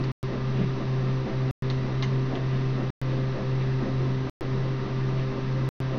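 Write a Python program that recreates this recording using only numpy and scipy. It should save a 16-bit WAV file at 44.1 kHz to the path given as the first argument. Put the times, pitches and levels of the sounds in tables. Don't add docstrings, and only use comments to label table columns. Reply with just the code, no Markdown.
import sys
import numpy as np
from scipy import signal
from scipy.fft import rfft, irfft
from scipy.io import wavfile
from scipy.ndimage import uniform_filter1d

SR = 44100
rng = np.random.default_rng(int(sys.argv[2]) if len(sys.argv) > 2 else 0)


def pcm_store(signal):
    levels = np.round(np.clip(np.atleast_2d(signal), -1, 1) * 32767)
    wavfile.write(sys.argv[1], SR, levels.astype(np.int16).T)


N = 263718
TIME = np.arange(N) / SR

# t/s, push re its swell/dB, return re its swell/dB, hum sag depth/dB, sag half-width/s
STROKES = [(.335, -2, 1, 13, 0.097), (.805, -2.5, 0.5, 9, 0.076), (1.292, -.5, -0.5, 17.5, .068),
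           (1.885, -1.5, -3.5, 5, .085), (2.35, 0.5, -1.5, 9, 0.061), (2.812, -0.5, -2, 5.5, 0.098),
           (3.388, 0.5, 0.5, 10.5, 0.071), (3.861, 0, -2, 12, 0.054), (4.411, -2.5, 0.5, 13.5, 0.085),
           (4.868, -2.5, 0.5, 11.5, 0.086), (5.364, -3.5, -1.5, 11.5, 0.078),
           (5.96, -0.5, -2.5, 5.5, 0.097)]
# f/Hz, full width at half lift/Hz, lift/dB
CABINET = [(164.5, 7.2, 1), (195.7, 26, 5), (239.4, 8.9, 5), (264, 17, 7), (303.2, 7.8, 10.5),
           (323.3, 12, 9.5), (364.5, 35, 8.5), (421, 54, 4), (467.6, 11, 6.5), (523, 5.3, 13),
           (537, 1.8, 10.5), (637.6, 22, -5), (651.4, 14, 9.5), (710.7, 8.4, 4.5), (760, 60, 2.5),
           (890, 31, 0.5), (982, 45, 2.5), (1073, 100, 1.5), (1202, 44, 4.5), (1304, 37, 5.5),
           (1680, 78, 3.5), (1827, 40, 8), (1960, 77, 5), (2072, 79, 4), (2740, 70, 4), (3570, 83, 2.5),
           (3870, 100, 2.5)]


def motor(effort, drift=0.0015, flutter_db=1.5, whine_drift_hz=2.5, waver_db=0.48):
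    hum_hz, droop_hz, overtone_base_hz = 131.15, 3.0, 130.8
    hum_db = -25.5
    # multiple, rms level/dB
    overtones = [(2, -42), (3, -40), (4, -50.5), (7, -58), (8, -55.5), (9, -56), (10, -62.5), (13, -61.5),
                 (14, -64.5)]
    # f/Hz, rms level/dB
    whines = [(63, -47.5), (80, -54.5), (168, -51.5), (208, -50.5), (644, -60.5), (952, -58.5),
              (1209, -57.5), (1342, -61.5), (1452, -62.5), (1581, -60.5), (1984, -60.5), (2606, -64),
              (3930, -71)]

    speed = 1 + drift * walk(9)
    hum_turns = np.cumsum(speed * (hum_hz - droop_hz * effort)) / SR
    hum_gain = undb(hum_db + waver_db * walk(9.4)) * (1 - effort)
    out = hum_gain * np.sin(2 * np.pi * hum_turns)

    base_phase = 2 * np.pi * np.cumsum(overtone_base_hz * speed) / SR
    for multiple, db in overtones:
        gain = undb(db + flutter_db * walk(14))
        out += gain * np.sin(multiple * base_phase + 2 * np.pi * rng.random())

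    for hz, db in whines:
        turns = np.cumsum(hz + whine_drift_hz * walk(16)) / SR + rng.random()
        out += undb(db + flutter_db * walk(12)) * np.sin(2 * np.pi * turns)
    return np.sqrt(2) * out


def load(sharpness=1.4):
    free = 1
    for s, _, _, sag_db, width_s in STROKES:
        sag_shape = np.exp(-np.abs(since(s) / width_s) ** sharpness)
        free = free * (1 - (1 - undb(-sag_db)) * sag_shape)
    return 1 - free


def churning(slosh_db=-46.0, panel_db=-41):
    stroke_period_s = 0.469
    # length/s, churn level/dB, rumble level/dB
    push_swell = (0.082, -34.5, -32.5)
    # length/s, churn level/dB, rumble level/dB
    return_swell = (0.12, -41, -35.5)
    # f/Hz, relative density/dB
    churn_spectrum = [(200, -25), (330, 2.5), (420, -4), (560, 2.5), (700, -4), (900, -9), (1300, -14.5),
                      (2500, -24), (6000, -51.5)]
    # f/Hz, relative density/dB
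    rumble_spectrum = [(60, -20), (130, 3.5), (175, -1.5), (215, 5), (280, -3), (350, -9), (450, -13),
                       (900, -48)]

    slosh_power, panel_power = undb(slosh_db) ** 2, undb(panel_db) ** 2
    for s, push_db, return_db, _, _ in STROKES:
        t = since(s)
        surges = [(0, push_db, push_swell), (stroke_period_s / 2, return_db, return_swell)]
        for lead_s, db, (length_s, churn_db, rumble_db) in surges:
            surge = swell(t + lead_s, length_s)
            slosh_power = slosh_power + surge * undb(db + churn_db) ** 2
            panel_power = panel_power + surge * undb(db + rumble_db) ** 2
    slosh = np.sqrt(slosh_power) * noise(churn_spectrum, CABINET)
    panels = np.sqrt(panel_power) * noise(rumble_spectrum, CABINET)
    return slosh + panels


def cat():
    # f/Hz, level re bump/dB, t60/s
    floor_modes = [(195, -1.5, 0.14), (166, -9.5, .2), (328, -12, .09), (435, -12.5, .07),
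                   (620, -21.5, .07)]
    # t/s, level/dB
    bumps = [(.589, -24), (0.605, -19), (.634, -19)]
    # t/s, length/s, peak level/dB
    rustles = [(0.072, 0.11, -54), (.61, 0.14, -49), (1.106, 0.076, -51), (2.546, 0.13, -51.5),
               (3.117, 0.056, -50.5), (3.622, 0.09, -49), (5.203, 0.089, -48)]
    # f/Hz, relative density/dB
    fur_spectrum = [(800, -21.5), (2000, 7), (2900, 4), (4200, -3), (6500, -34.5)]

    out = kitchen(chewing())
    thud = modes(floor_modes)
    for s, db in bumps:
        add(out, s, undb(db) * thud)
    brushing = sum(undb(db) * swell(TIME - s, length_s) for s, length_s, db in rustles)
    return out + noise(fur_spectrum) * brushing


def chewing(crumble_t60_s=0.082, crumb_share=0.027, knock_hz=830, knock_t60_s=0.015):
    snap_s = 0.00019
    # t/s, snap level/dB, snap f/Hz, jaw knock re snap/dB, crumbling re twice snap/dB
    bites = [(.039, -32, 4500, -15, -7.5), (1.7007, -23, 3930, -16, -11), (2.0246, -22, 3800, -2.5, -1.5),
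             (2.354, -27, 3180, -0.5, -13.5), (3.107, -44, 3800, -8, -4)]
    # f/Hz, relative level/dB, t60/s
    kernel_modes = [(830, -3.5, 0.017), (1120, -5.5, .02), (1500, -7, .01), (1994, 0, 0.011),
                    (3050, -4, 0.013), (3740, -4, 0.002), (4400, -9, 0.012), (6050, -8, 0.0043)]

    out, decay = np.zeros(N), fade(crumble_t60_s)
    t = TIME[:len(decay)]
    kernel = modes(kernel_modes)
    kernel = kernel / np.abs(kernel).max()
    burst = (t / snap_s / 2) ** 2 * np.exp(2 - t / snap_s)
    for s, db, snap_hz, knock_db, crumble_db in bites:
        snap = burst * np.sin(2 * np.pi * snap_hz * t)
        knock = undb(knock_db) * ring(knock_hz, knock_t60_s)
        cracks = decay * rng.choice([-1, 1], len(t)) * (rng.random(len(t)) < crumb_share)
        crumbs = signal.fftconvolve(cracks / np.linalg.norm(cracks), kernel)[:len(t)]
        add(out, s, undb(db) * (snap + knock + 2 * undb(crumble_db) * crumbs))
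    return out


def kitchen(x, t60_s=0.29, wet_db=-6, echo_s=0.0066, echo_db=-9, floor_s=0.0047, floor_db=-9):
    decay = fade(t60_s)
    tail = decay * rng.standard_normal(len(decay))
    response = undb(wet_db) * tail / np.linalg.norm(tail)
    response[0] += 1
    response[int(floor_s * SR)] += undb(floor_db)
    response[int(echo_s * SR)] += undb(echo_db)
    return signal.fftconvolve(x, response)[:N]


def hiss(level_db=-38.5):
    # f/Hz, relative density/dB
    air_spectrum = [(20, 5.5), (40, -2), (100, -3.5), (300, -10), (700, -14.5), (1100, -11.5), (1420, -17),
                    (1900, -17.5), (2400, -18.5), (3100, -21), (3900, -21.5), (4400, -23.5), (6000, -29.5),
                    (6800, -48)]
    return noise(air_spectrum, CABINET) * undb(level_db)


def undb(db):
    return 10 ** (np.asarray(db) / 20)


def unit(x):
    return x / np.sqrt(np.mean(x ** 2))


def walk(rate_hz):
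    k = max(int(SR / rate_hz), 2)
    steps = np.repeat(rng.standard_normal(N // k + 1), k)
    slewed = uniform_filter1d(uniform_filter1d(steps, k), k)
    return unit(slewed[:N])


def noise(points, resonances=()):
    hz, db = np.transpose(points)
    bins_hz = np.maximum(np.fft.rfftfreq(N, 1 / SR), 1)
    colour_db = np.interp(np.log(bins_hz), np.log(hz), db)
    for centre_hz, width_hz, lift_db in resonances:
        colour_db += lift_db / (1 + (2 * (bins_hz - centre_hz) / width_hz) ** 4)
    white = rfft(rng.standard_normal(N))
    return unit(irfft(white * undb(colour_db), N))


def fade(t60_s):
    return np.exp(-np.log(1000) * TIME[:SR // 4] / t60_s)


def ring(hz, t60_s):
    decay = fade(t60_s)
    return decay * np.sin(2 * np.pi * hz * TIME[:len(decay)])


def modes(table):
    return sum((-1) ** k * undb(db) * ring(hz, t60_s) for k, (hz, db, t60_s) in enumerate(table))


def add(out, s, sound):
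    i = max(int(s * SR), 0)
    out[i:i + len(sound)] += sound[:N - i]


def swell(t, length_s):
    return np.exp(-(2 * t / length_s) ** 2)


def live():
    # start/s, end/s
    dropouts = [(.1177, .2293), (1.5106, 1.6227), (2.9040, 3.0155), (4.2971, 4.409), (5.6897, 5.8025)]
    return ~np.any([(TIME >= start) & (TIME < end) for start, end in dropouts], axis=0)


def since(s):
    clock = np.cumsum(live()) / SR
    return clock - np.interp(s, TIME, clock)


def scene():
    return (motor(load()) + churning() + hiss() + cat())[None]


def record(dry, offset=-0.011):
    mic_top_hz, top_hz = 6735, 15900
    mic_lowpass = signal.ellip(8, .2, 70, mic_top_hz, fs=SR, output="sos")
    output_lowpass = signal.ellip(8, .2, 70, top_hz, fs=SR, output="sos")
    heard = signal.sosfilt(mic_lowpass, dry) + offset
    return signal.sosfilt(output_lowpass, heard * live())


dry = scene()
out = record(dry)
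pcm_store(out)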